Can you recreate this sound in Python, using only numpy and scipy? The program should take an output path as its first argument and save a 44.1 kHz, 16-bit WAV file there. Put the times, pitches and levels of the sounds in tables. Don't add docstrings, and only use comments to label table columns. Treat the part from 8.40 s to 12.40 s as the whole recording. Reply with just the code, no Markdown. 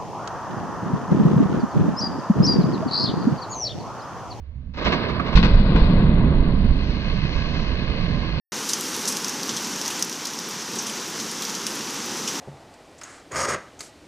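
import sys
import numpy as np
from scipy import signal
from scipy.fft import rfft, irfft, next_fast_len
from scipy.io import wavfile
from scipy.ndimage import uniform_filter1d, map_coordinates

SR = 44100
rng = np.random.default_rng(int(sys.argv[2]) if len(sys.argv) > 2 else 0)


def inscribe(sig):
    pcm = np.round(np.clip(np.atleast_2d(sig).T, -1, 1) * 32767)
    wavfile.write(sys.argv[1], SR, pcm.astype(np.int16))


N = 176400


def amp(db):
    return 10 ** (np.asarray(db) / 20)


def unit(x):
    return x / np.sqrt(np.mean(x ** 2) + 1e-20)


def filtered(x, response):
    size = next_fast_len(len(x) + 8192)
    return irfft(rfft(x, size) * response(np.fft.rfftfreq(size, 1 / SR)), size)[:len(x)]


def coloured(x, points):
    knots_hz, db = np.transpose(points)
    return unit(filtered(x, lambda hz: amp(np.interp(np.log(hz + 1), np.log(knots_hz), db))))


def noise(points, size=N):
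    return coloured(rng.standard_normal(size), points)


def wobble(rate):
    return map_coordinates(rng.standard_normal(1024), [np.arange(N) * rate / SR + 2], mode="wrap")


def add(track, start_s, sound):
    part = track[round(start_s * SR):][:len(sound)]
    part += sound[:len(part)]


def rain():
    # (time [s], gain [dB])
    strength = [(.12, 0.9), (.45, 1.5), (.95, 0.44), (1.55, 0.9), (1.75, -0.5), (2.2, -.8), (2.45, -0.1),
                (2.7, -0.84), (3.15, 0), (3.5, -0.1), (4, 1)]
    # (frequency [Hz], relative level [dB])
    hiss_spectrum = [(40, -45), (150, -24), (400, -8.5), (650, -7.5), (730, -4), (900, 2), (1060, 0.4),
                     (1400, -1.1), (2200, -5), (3200, -3.5), (4200, -4.5), (5100, -1), (5600, 1.4),
                     (6050, 2), (7000, -4.2), (8500, -12), (11000, -17), (15000, -23)]
    # (frequency [Hz], relative level [dB])
    drum_spectrum = [(25, -44), (50, -41), (75, -28.5), (97, -16.5), (112, -15.5), (160, -6), (215, -0.5),
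                     (290, -3), (400, -4.5), (520, -9), (640, -20.5), (1000, -26), (3000, -70)]
    # (time [s], gain [dB], half width at 1/e [s])
    swells = [(.7, 1.3, 0.047), (1.1, 2, 0.086), (1.36, 1, 0.096), (2.35, 3.5, .04), (2.83, 3.5, 0.044),
              (3.78, 1, 0.076)]
    hiss_db, drum_db, patter_db, drops_per_s = -32.5, -38, -40.5, 900
    t = np.arange(N) / SR
    strength_db = np.interp(t, *np.transpose(strength))
    swell_db = sum(db * np.exp(-((t - s) / width) ** 2) for s, db, width in swells)
    hiss = amp(hiss_db + 0.46 * wobble(24.93)) * noise(hiss_spectrum)
    drum = amp(drum_db + swell_db + 0.52 * wobble(9)) * noise(drum_spectrum)
    impacts = (rng.random(N) < drops_per_s / SR) * rng.choice([-1, 1], N)
    spread_db = 3 * np.minimum(rng.standard_normal(N), 2)
    patter = amp(patter_db) * coloured(impacts * amp(spread_db), hiss_spectrum)
    return amp(strength_db) * (hiss + drum + patter)


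def fizz():
    # (time [s], level [dB])
    contour = [(.12, -45), (.4, -40), (.72, -41), (.95, -47), (1.5, -45.5), (1.85, -52), (2.3, -52),
               (3.1, -48), (3.6, -50), (4, -48)]
    # (frequency [Hz], relative level [dB])
    spectrum = [(3000, -32), (6000, 0), (9000, 1), (12000, -2.5), (15000, -12)]
    level_db = np.interp(np.arange(N) / SR, *np.transpose(contour))
    return amp(level_db + 1.2 * wobble(30.5)) * noise(spectrum)


def splats():
    # (time [s], level [dB], T60 [s], plink frequency [Hz], plink gain [dB], spray gain [dB])
    drips = [(.289, -23.5, 0.14, 4200, -5.5, -3), (.334, -23.5, 0.07, 3400, -10, -7),
             (.542, -27, 0.072, 3340, -2.5, -7), (.675, -23, 0.2, 4300, -16, -2),
             (.765, -29, .06, 3400, -3, -3), (1.091, -25, 0.1, 3480, -1.5, -14),
             (1.168, -26.5, .08, 3600, -0.5, -7), (1.244, -28, .08, 4200, -5, -10),
             (1.502, -33, 0.092, 3220, 1.5, 1.5), (1.592, -29, 0.044, 4000, -1, -1),
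             (1.714, -28, .04, 4400, -11, -9), (1.854, -25, 0.027, 3680, 2.5, -3),
             (1.868, -25, 0.06, 4300, -9, -8), (2.356, -30.5, .07, 3700, -2.5, -3),
             (2.386, -21.5, 0.083, 4400, -25, -17), (2.466, -27.5, 0.076, 3200, -9, -6),
             (2.495, -31, 0.054, 3000, -2, -2), (2.797, -28, .1, 3700, -5, -12),
             (2.912, -31, 0.046, 4000, -8, -0.5), (3.024, -30, .07, 3500, -1.5, -5),
             (3.094, -26, 0.053, 4200, -4, -12), (3.149, -26, .06, 4200, -4.5, -9),
             (3.267, -32.5, 0.12, 3030, 1, 1), (3.768, -30, .06, 4000, -7, -4),
             (3.874, -25, 0.17, 3100, -5, -8.5)]
    # (ratio to plink frequency [1], relative level [dB])
    resonance = [(.3, -45), (.72, -16), (.88, -3), (1, -2.5), (1.15, -5), (1.35, -9), (1.7, -22), (3, -45)]
    # (frequency [Hz], relative level [dB])
    hiss_spectrum = [(2000, -43), (4300, -9.5), (5800, 3), (6700, 0), (8500, -15.5), (14000, -40)]
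    # (frequency [Hz], relative level [dB])
    spray_spectrum = [(4000, -30), (7500, 2), (10900, -0.5), (12200, -8), (15000, -22)]
    attack_s = 0.0012
    out, t = np.zeros(N), np.arange(SR // 5) / SR
    for start_s, db, t60, hz, plink_db, spray_db in drips:
        plink = amp(plink_db) * noise([(hz * ratio, level) for ratio, level in resonance], len(t))
        hiss = noise(hiss_spectrum, len(t))
        spray = amp(spray_db) * noise(spray_spectrum, len(t))
        envelope = (1 - np.exp(-t / attack_s)) * amp(db - 60 * t / t60)
        add(out, start_s, envelope * (plink + hiss + spray))
    return out


def ping():
    # (frequency [Hz], peak level [dB])
    partials = [(2980, -26.5), (5500, -32), (6690, -25)]
    centre_s, half_width_s = 3.8802, 0.0034
    t = np.arange(N) / SR - centre_s
    envelope = np.exp(-(t / half_width_s) ** 2)
    return envelope * sum(amp(db) * np.sin(2 * np.pi * hz * t) for hz, db in partials)


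def crackle():
    # (frequency [Hz], relative level [dB])
    spectrum = [(4000, -25), (6000, -1), (9000, -5), (12000, 2), (15000, -2)]
    specks_per_s, level_db, t60 = 26, -52, 0.016
    t = np.arange(SR // 20) / SR
    onsets = rng.random(N) < specks_per_s / SR
    spread_db = 5 * np.minimum(rng.standard_normal(N), 1.5)
    envelope = signal.fftconvolve(onsets * amp(spread_db), amp(-60 * t / t60))[:N]
    return amp(level_db) * unit(envelope * noise(spectrum))


def ticks():
    # (time [s], level [dB], ring frequency [Hz], crack emphasis [dB])
    events = [(0.334, -4.5, 5900, -16), (.4105, -15.5, 6200, 2.5), (.565, -25, 6000, 8),
              (0.655, -10.5, 5800, -8), (.7243, -12, 6010, -4), (0.7703, -10.5, 5200, -7),
              (0.8456, -9, 6030, -8), (0.882, -13, 6160, -5), (.8949, -10, 6100, -7),
              (1.0327, -12.5, 5370, -4), (1.166, -10.5, 6020, -20), (1.3598, -16.5, 6180, -3),
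              (1.4147, -12, 5660, -12), (1.453, -16, 5300, -12), (1.4601, -12, 5560, -12),
              (1.4795, -8, 6100, -8), (1.6253, -2, 6100, -8.5), (1.646, -16, 6000, -9),
              (1.6965, -15, 5970, -3), (1.7275, -12.5, 5500, -9), (1.8542, -13.5, 6000, -6),
              (1.935, -18.5, 5650, -11), (1.9887, -13.5, 5550, -9), (2.1093, -18, 5240, -10),
              (2.221, -23, 5390, -4), (2.335, -18.5, 5470, -13), (3.022, -13, 5990, -5),
              (3.0515, -10.5, 5150, -18), (3.267, -13, 5160, 0.5), (3.3576, -28, 6180, 11.5),
              (3.5074, -28, 6420, 10)]
    # (frequency [Hz], relative level [dB])
    crack_spectrum = [(500, -45), (2400, -28), (3500, -2), (6000, 9), (9000, -1.5), (11300, 1.5),
                      (15000, -5)]
    # (frequency [Hz], relative level [dB])
    tub_spectrum = [(500, -45), (2700, -32), (4500, -8), (5800, 6.5), (7500, -13), (11000, -10),
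                    (15000, -21)]
    ring_db, crack_db, tub_db = 5.5, -3.5, -13
    ring_t60_s, crack_t60_s, tub_t60_s = 0.00186, 0.005, 0.03
    attack_s, tub_attack_s = 0.00008, 0.00074
    out, t = np.zeros(N), np.arange(SR // 12) / SR
    rise = 1 - np.exp(-t / attack_s)
    tub_envelope = (1 - np.exp(-t / tub_attack_s)) * amp(tub_db - 60 * t / tub_t60_s)
    for start_s, db, hz, emphasis_db in events:
        ring = amp(ring_db - 60 * t / ring_t60_s) * np.sin(2 * np.pi * hz * t)
        crack = amp(crack_db + emphasis_db - 60 * t / crack_t60_s) * noise(crack_spectrum, len(t))
        scattered = tub_envelope * noise(tub_spectrum, len(t))
        add(out, start_s, amp(db) * (rise * (ring + crack) + scattered))
    return out


def scene():
    return np.tile(rain() + ticks() + crackle() + splats() + ping() + fizz(), (2, 1))


def record(dry):
    threshold_db, recovery_db_per_s, attack_s = -15, 2.3, 0.002
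    cut_in_s, band_limit_hz = 0.12, 15300
    t = np.arange(N) / SR
    power = np.abs(uniform_filter1d(dry[0] ** 2, size=88))
    excess_db = np.maximum(10 * np.log10(power + 1e-12) - threshold_db, 0)
    recovery_db = recovery_db_per_s * t
    duck_db = np.maximum.accumulate(excess_db + recovery_db) - recovery_db
    pole = np.exp(-1 / (attack_s * SR))
    gain = amp(-signal.lfilter([1 - pole], [1, -pole], duck_db)) * (t >= cut_in_s)
    return np.array([filtered(channel * gain, lambda hz: hz < band_limit_hz) for channel in dry])


dry = scene()
out = record(dry)
inscribe(out)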